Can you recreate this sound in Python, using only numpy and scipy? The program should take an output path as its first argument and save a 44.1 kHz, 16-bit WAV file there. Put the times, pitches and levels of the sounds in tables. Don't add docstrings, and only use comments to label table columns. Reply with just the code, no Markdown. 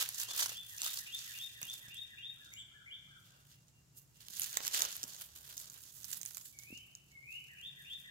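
import sys
import numpy as np
from scipy import signal
from scipy.fft import rfft, irfft, next_fast_len
from scipy.io import wavfile
from scipy.ndimage import uniform_filter1d

SR = 44100
rng = np.random.default_rng(int(sys.argv[2]) if len(sys.argv) > 2 else 0)


def master_out(mix):
    frames = np.transpose(np.atleast_2d(mix))
    ceiling = np.clip(frames, -1, 1)
    pcm = np.round(ceiling * 32767).astype(np.int16)
    wavfile.write(sys.argv[1], SR, pcm)


N = 357210

# (relative, per Hz)
LEAF = [(180, -53), (300, -18.5), (725, -15.5), (1100, -12.5), (1600, -9.5), (2200, -14), (3100, -5),
        (4500, -6), (5400, -6), (6740, -3), (8940, -9), (14200, -2.5), (16000, -6)]
# after_start_s, pitch_hz, level_db (relative)
ARCH = [(0, 1450, -15), (.012, 1880, -8), (.02, 2000, -3), (.045, 1800, -3.5), (.075, 1520, -11)]
FLICK = [(0, 2220, -7), (.006, 2480, -1.5), (.015, 2790, 2), (.024, 2800, -2.5), (.036, 2790, -22)]
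RISE = [(0, 3030, -13), (.022, 3400, -2.5), (.043, 3720, 1.5), (.056, 3760, 0.5), (.07, 3700, -7.5),
        (.082, 3620, -16)]
SLOW_ARCH = [(0, 1255, -9), (.025, 1565, -10), (.04, 1741, 1.5), (.075, 1550, -1), (.115, 1302, -8.5)]
SLOW_FLICK = [(0, 1986, -4), (.018, 2332, -0.5), (.032, 2350, -2.5), (.043, 2425, -19.5)]
SLOW_RISE = [(0, 2934, -5), (.02, 3310, 2.5), (.036, 3610, -1.5), (.047, 3640, -6), (.055, 3700, -17)]
WHISTLE = [(0, 2226, -20), (.02, 2240, -9.5), (.07, 2138, -8.5), (.12, 2290, -11), (.2, 2663, 0.5),
           (.26, 2980, -1), (.285, 3016, -3.5), (.295, 3060, -24)]
SEET = [(0, 6870, 5), (.03, 7300, 1), (.05, 7750, 1), (.07, 7500, -16)]
# note glide, after_start_s, level_db (relative)
QUICK = [(ARCH, 0, -9), (FLICK, .09, -5), (RISE, .134, 0)]
SLOW = [(SLOW_ARCH, 0, -14), (SLOW_FLICK, .148, -5.5), (SLOW_RISE, .194, 0)]


def undb(db):
    return 10 ** (np.asarray(db) / 20)


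def unit(x):
    return x / np.sqrt(np.mean(x ** 2))


def colour(x, points, lo_hz=1., hi_hz=30200.0):
    size = next_fast_len(x.shape[-1])
    f = np.arange(size // 2 + 1) * SR / size + 1e-3
    hz, db = np.array(points).T
    gain = undb(np.interp(np.log(f), np.log(hz), db))
    edges = np.sqrt((1 + (lo_hz / f) ** 6) * (1 + (f / hi_hz) ** 6))
    return irfft(rfft(x, size) * gain / edges, size)[..., :x.shape[-1]]


def ring(x, hz, width_hz):
    return signal.lfilter(*signal.iirpeak(hz, hz / width_hz, SR), x)


def walk(rate):
    hold = int(SR / rate)
    steps = np.repeat(rng.standard_normal(N // hold + 1), hold)
    return 1.35 * uniform_filter1d(uniform_filter1d(steps, hold), hold)[:N]


def part_shared_noise(common, length):
    shared = np.sqrt(common) * rng.standard_normal(length)
    return shared + np.sqrt(1 - common) * rng.standard_normal((2, length))


def ports(x, pan_db, lag):
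    n = np.arange(len(x[0]))
    late = np.clip(n - np.rint(lag).astype(int), 0, n[-1])
    return np.array([x[0][late] * undb(pan_db / 2), x[1] * undb(-pan_db / 2)])


def add(out, start_s, x):
    i = int(start_s * SR)
    x = x[..., max(-i, 0):N - i]
    out[..., max(i, 0):max(i, 0) + x.shape[-1]] += x


def cats(s):
    # time_s, left_lag_samples, left_minus_right_db
    places = [(0, 7.5, -3), (.45, 9.3, -3), (.83, 9.6, -2), (1.1, 12.8, -3.5), (1.7, 16.3, -5.5),
              (3, 16.7, 0), (4.3, 19.2, -6.5), (4.8, 17.7, -4.5), (5.6, 18.5, -4.5), (6.15, 21.6, -11),
              (6.7, 18.8, -7), (8.1, 18.9, -1.5)]
    at, lag, pan_db = np.transpose(places)
    return np.interp(s, at, lag), np.interp(s, at, pan_db)


def scuffing():
    # peak_s, treble_db (relative), swell_s and die_s (per 20 dB, sign
    # ignored), crunch_db (low band against treble), bright_db (raises the sheen, lowers the middle)
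    scuffs = [(.002, -31.5, 2, 0.06, -18, 0.), (.1, -50.5, 0.6, 0.34, -24, 0.),
              (0.202, -38.5, 0.07, 0.09, -27, 0.7), (0.397, -34, .17, 0.1636, -22, -0.1),
              (.85, -42, 0.16, 0.16, -25.5, 2.5), (0.968, -42.5, 0.27, 0.14, -27, -0.3),
              (1.17, -56, -0.1, 0.32, -31, .6), (1.35, -51, 1, 0.36, -29, -0.9),
              (1.63, -52, 0.03, 0.38, -20, 0.), (1.76, -57, 0.3, .5, -29, 0),
              (2.5, -65.5, .3, 0.27, -16, -0.5), (3.3, -70.5, 0.8, 0.56, -11, -1),
              (3.515, -64.5, 0.1, 0.1, -25.5, 1.5), (3.69, -69.5, -0.05, 0.03, -27, 0.),
              (3.974, -62, .025, .07, -30, 9.), (4.21, -60.5, .08, 0.5, -25, -2),
              (4.3, -52.5, 0.01, 1.5, -25, -0.5), (4.422, -41, 0.0877, 0.14, -37, 1.5),
              (4.57, -50, 0.29, -0.3, -21, -2.5), (4.671, -38, 0.0673, 0.0054, -22, -.6),
              (4.745, -35.5, .025, 0.1832, -22, -2.5), (4.845, -35.5, 0.2038, 0.0559, -15.5, 0.5),
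              (4.94, -47.5, 0.1, 0.14, -24, 1), (5.03, -56, 0.05, 0.36, -11.5, 0),
              (5.211, -50.5, 0.28, 0.06, -19, -1.5), (5.35, -56, 0, .5, -19.5, 1.5),
              (5.61, -53, 0.39, 0.34, -16, 0.), (5.8, -65, 0.9, 0.65, -20, -0.5),
              (6.13, -48, 0.2, 0.09, -30.5, 1), (6.175, -51, 0.11, -0.02, -30, 1),
              (6.26, -54.5, 0, -0.23, -30, 0.5), (6.31, -59, .03, 0, -22, 0.),
              (6.38, -56.5, 0, 0.03, -24.5, 0.), (6.46, -60, -0.3, 0.2, -27, 3),
              (6.592, -54.5, 0, 0.15, -27, 1), (6.77, -65.5, 2.8, 0.26, -23, 0.3),
              (6.95, -74, -0.5, .14, -26, 3), (7.33, -63.5, 0.1, 0.23, -33, 1.5),
              (7.9, -70, 1.6, 8.5, -18.5, 2.5)]
    stir_db, stir_crunch_db = -86, -6
    t = np.arange(0, N + 64, 64) / SR
    power = undb(2 * (stir_db + np.array([[stir_crunch_db], [0], [0], [0]])))
    for peak_s, db, swell_s, die_s, crunch_db, bright_db in scuffs:
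        level_db = db - 20 * np.maximum((peak_s - t) / abs(swell_s), (t - peak_s) / abs(die_s))
        band_db = np.array([[crunch_db], [-bright_db], [0], [bright_db]])
        power = power + undb(2 * (level_db + band_db))
    return (np.interp(np.arange(N) / SR, t, np.sqrt(p)) for p in power)


def rustle(breaks_per_s=900., spread_db=4.0, tail_s=0.0014, scrape=0.33):
    crunch, middle, treble, sheen = scuffing()
    lag, pan_db = cats(np.arange(N) / SR)
    sizes = undb(spread_db * np.minimum(rng.exponential(size=N), 3.5))
    breaks = (rng.random(N) < breaks_per_s / SR) * sizes
    middle = middle * undb(-4.5 + 0.58 * pan_db)
    # low_edge_hz,
    # high_edge_hz, gain, level_db, tail factor, power share common to both ports, shading factor
    bands = [(256, 1390, crunch, 3.0, 3.0, 0.77, 0.8),
             (1330, 4600, middle, 0, 2.2, 0.25, 0.82),
             (4060, 7750, treble, -3.0, 1.95, 0.12, 0.8),
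             (8360, 13700.0, sheen, -1.5, 1.3, 0.13, 1.22)]
    out = 0
    for lo, hi, gain, db, longer, common, shade in bands:
        hits = breaks ** (1 / longer ** 0.24) * undb(4.8 * rng.standard_normal(N))
        decay = np.exp(-1 / (tail_s * longer * SR))
        puffs = unit(signal.lfilter([1], [1, -decay], hits))
        noise = part_shared_noise(common, N)
        band = unit(colour(noise * (puffs + scrape), LEAF, lo, hi))
        uneven = undb(db + 2.22 * walk(25))
        out = out + ports(band * gain * uneven, shade * pan_db, lag)
    return out


def stems(x, t60_s, build_s, common=0.22, dull_hz=5000.0, patchy_db=1.5):
    t = np.arange(int(1.6 * SR)) / SR
    fade = np.exp(-np.log(1000) * t / t60_s)
    noise = part_shared_noise(common, len(t))
    low = signal.lfilter(*signal.butter(2, dull_hz, fs=SR), noise)
    tail = (low + (noise - low) * fade) * fade * (1 - np.exp(-t / build_s))
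    tail = tail * undb(patchy_db * walk(38.5)[:len(t)])
    tail = tail / np.sqrt(np.sum(tail ** 2) / 2)
    return signal.fftconvolve(x[None], tail)[:, :N]


def whistle_note(shape, pitch_factor, db):
    at, hz, swell_db = np.transpose(shape)
    t = np.arange(int(at[-1] * SR)) / SR
    edge = np.clip(np.minimum(t, at[-1] - t) / 0.0018, 0, 1)
    glide = uniform_filter1d(pitch_factor * np.interp(t, at, hz), size=260, mode="nearest")
    tone = np.sin(2 * np.pi * np.cumsum(glide) / SR)
    return np.sqrt(2) * tone * edge * undb(db + np.interp(t, at, swell_db))


def bird():
    phrases = [(QUICK, -0.18, 1, -58, 0.), (QUICK, .122, .94, -51, 0.), (QUICK, .402, .94, -48.5, -1.7),
               (QUICK, .688, 1, -48.5, .5), (QUICK, 0.97, 0.97, -46, 0.), (QUICK, 1.246, .98, -46, 1.5),
               (QUICK, 1.528, 0.97, -46.5, -1.5), (QUICK, 1.804, .99, -46, -.6),
               (QUICK, 2.081, 0.99, -46, -.6), (SLOW, 2.368, 0.96, -50.5, -0.54),
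               (SLOW, 2.711, 0.98, -49, .6), (SLOW[:1], 3.075, .94, -50.5, 0.),
               (QUICK, 7.48, 0.97, -46, -2.1), (QUICK, 7.755, .97, -45.5, -2.2),
               (QUICK, 8.035, .97, -45, -0.56)]
    # note glide, start_s, pitch factor, level_db
    lone_calls = [(SEET, 2.545, 1.001, -60), (SEET, 6.405, 1.001, -60.5), (WHISTLE, 6.522, 1.015, -55),
                  (WHISTLE, 7.11, .99, -50)]
    # after_start_s, pitch_hz, level_db (relative)
    peep = [(0, 2784, -7), (.02, 2778, -0.5), (.05, 2770, -12), (.065, 2770, -19)]
    # t60_s, build_up_s, level_db
    wood = [(.3, 0.0036, -4), (.95, 0.018, -3.5)]

    notes = []
    for kind, start_s, last_factor, db, earlier_db in phrases:
        for k, (shape, after_s, part_db) in enumerate(kind):
            last = k == len(kind) - 1
            factor = last_factor if last else 1
            note_db = db + part_db + (0 if last else earlier_db)
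            notes.append((shape, start_s + after_s, factor, note_db))
    notes += lone_calls
    notes += [(peep, 3.33 + k * 0.2025, 1, -75) for k in range(5)]

    song = np.zeros(N)
    for shape, start_s, factor, db in notes:
        if -shape[-1][0] < start_s < N / SR:
            add(song, start_s, whistle_note(shape, factor, db))
    echoes = sum(undb(db) * stems(song, t60_s, build_s) for t60_s, build_s, db in wood)
    direct = song * undb(-2.5 + 2.5 * walk(70.))
    return ports(direct + echoes, pan_db=2, lag=-10)


def air():
    # (relative, per Hz)
    hiss_spectrum = [(25, -24), (40, -10.5), (60, -8), (100, -3.5), (130, -1.5), (200, -9), (300, -14.5),
                     (500, -21), (1000, -24.5), (2000, -27.5), (3500, -28), (7300, -21.5), (9500, -30.5),
                     (16000, -32)]
    # centre_hz, width_hz (of each of two passes), start_db, end_db
    rumble_bands = [(71.5, 26, -84.5, -78.5), (114.5, 26, -76, -80.5), (139.3, 20.4, -90, -72),
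                    (170.9, 13, -84.5, -77)]
    # frequency_hz, power share common to both
    likeness = [(60, 0.95), (250, 0.74), (700, 0.32), (1500, 0.11)]
    hz, like = np.array(likeness).T
    shared = colour(rng.standard_normal(N), np.c_[hz, 10 * np.log10(like + 1e-3)])
    separate = colour(rng.standard_normal((2, N)), np.c_[hz, 10 * np.log10(1 - like)])
    noise = shared + separate
    rumble = 0
    for centre_hz, width_hz, start_db, end_db in rumble_bands:
        level = undb(np.linspace(start_db, end_db, N) + 2.7 * walk(1.45))
        band = ring(ring(noise, centre_hz, width_hz), centre_hz, width_hz)
        rumble = rumble + level * unit(band)
    return undb(-69.0) * unit(colour(noise, hiss_spectrum)) + rumble


def snaps(fade_s=0.00075):
    # time_s, level_db (relative), ring_hz, body_db (relative)
    breaking_leaves = [(0.0897, -24, 10400, -36.5), (0.1463, -32, 7140, -38), (0.1825, -41, 6060, -39),
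                       (0.1998, -22.5, 6600, -39), (0.392, -26, 6300, -30.5), (0.4057, -22, 6650, -28.5),
                       (0.4224, -26, 6230, -20.5), (0.4602, -25, 5830, -20.5), (0.493, -34.5, 5700, -17),
                       (0.5183, -39, 5600, -17), (0.782, -33, 6650, -35), (0.818, -24, 7640, -33.5),
                       (0.833, -28.5, 5040, -27), (0.8635, -22, 5300, -26), (0.9735, -32, 4900, -26.5),
                       (1.148, -35.5, 11200, -42), (1.3873, -36, 6030, -29), (1.4441, -43, 5390, -36),
                       (1.6155, -32, 12100, -24), (1.6293, -30, 6620, -29), (1.6992, -39, 6030, -40),
                       (1.7397, -32.5, 11370, -45), (1.8845, -45.5, 5920, -18), (1.9442, -40.5, 10270, -41),
                       (2.5376, -38, 6850, -38), (3.5244, -55, 5010, -26), (3.683, -56, 6520, -32),
                       (3.9744, -49, 10500, -40.5), (4.2063, -45, 4300, -36), (4.2843, -33.5, 4200, -42),
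                       (4.361, -41, 6630, -40), (4.3795, -36, 4380, -37), (4.3965, -22.5, 11400, -54),
                       (4.4188, -24.5, 6800, -40), (4.4333, -25.5, 6740, -54), (4.4428, -27.5, 7200, -44),
                       (4.5291, -32.5, 6520, -27), (4.5438, -36, 6640, -24), (4.571, -16, 6250, -28),
                       (4.6499, -27, 6350, -22), (4.6787, -23, 6700, -29), (4.7382, -31, 7700, -26),
                       (4.7465, -22.5, 7640, -22), (4.8065, -24, 6270, -22.5), (4.8198, -17, 5560, -35.5),
                       (4.851, -24, 6240, -27), (4.9267, -31, 7240, -34), (4.9657, -29, 11000, -43),
                       (5.0312, -26.5, 5640, -47), (5.0381, -27, 6000, -53), (5.164, -42, 6400, -30),
                       (5.218, -35, 11400, -36), (5.5787, -31.5, 6440, -50), (5.5997, -37, 7250, -33),
                       (5.6995, -40, 6860, -50), (5.734, -43, 6900, -49), (6.0322, -41, 6750, -45),
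                       (6.0438, -33.5, 5740, -39), (6.115, -34.5, 10600, -39), (6.1306, -30.5, 6660, -39),
                       (6.1454, -36, 6990, -37), (6.1714, -33.5, 10600, -46), (6.2143, -33, 7100, -56),
                       (6.2315, -33, 7060, -43), (6.2525, -31.5, 12100, -35), (6.2604, -32.5, 6800, -44),
                       (6.3093, -40.5, 6850, -28), (6.3468, -37.5, 6590, -39), (6.3707, -30.5, 8550, -30),
                       (6.3806, -35, 6810, -38), (6.5886, -37, 6400, -47), (6.635, -41.5, 6200, -30),
                       (6.7755, -39, 6630, -40), (6.9517, -35, 6260, -55), (7.1173, -54.5, 7110, -27),
                       (7.3262, -46.5, 6710, -36.5), (7.441, -53, 7000, -29), (7.6136, -45.5, 6600, -29.5)]
    lead = 30
    out, t = np.zeros((2, N)), np.arange(1500) / SR
    for s, db, ring_hz, body_db in breaking_leaves:
        lag, pan_db = cats(s)
        noise = rng.standard_normal((3, len(t)))
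        burst = (noise[0] + 0.48 * noise[1:]) * np.exp(-t / fade_s)
        crack = colour(burst, LEAF, 1850.0)
        crack = .5 * crack + 2.06 * ring(crack, ring_hz, ring_hz / 4.9)
        knock = ring(noise[0] * np.exp(-t / (fade_s + 0.0023)), 1450.0, 1400.0)
        both = crack / np.abs(crack).max() + undb(body_db + 11.0) * knock / np.abs(knock).max()
        scattered_db = pan_db + 1.5 * rng.standard_normal()
        heard = ports(np.pad(both, ((0, 0), (lead, 0))), scattered_db, lag)
        add(out, s - lead / SR, undb(db + 5.0) * heard)
    return out


def thuds(cycles=0.66):
    # time_s, level_db (relative), pitch_hz
    paw_falls = [(1.629, -50, 150), (1.88, -52, 147), (4.303, -55, 165), (5.038, -47, 320),
                 (5.044, -49.5, 207), (6.704, -48, 290), (6.726, -39.5, 253)]
    out, t = np.zeros((2, N)), np.arange(3000) / SR
    for s, db, hz in paw_falls:
        damped = np.sin(2 * np.pi * hz * t) * np.exp(-t * hz / cycles)
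        add(out, s, undb(db + 3.5) * ring(damped, hz, 1.9 * hz) * np.ones((2, 1)))
    return out


def scene():
    near = rustle() + snaps() + thuds()
    near_echoes = undb(-13.5) * stems(near[1], 0.22, 0.00047)
    return bird() + near + near_echoes + air()


def record(dry):
    treble_drop = signal.ellip(6, .3, 22, 15750, fs=SR, output="sos")
    top_cut = signal.ellip(10, .2, 70, 16800, fs=SR, output="sos")
    return signal.sosfilt(top_cut, signal.sosfilt(treble_drop, dry))


dry = scene()
out = record(dry)
master_out(out)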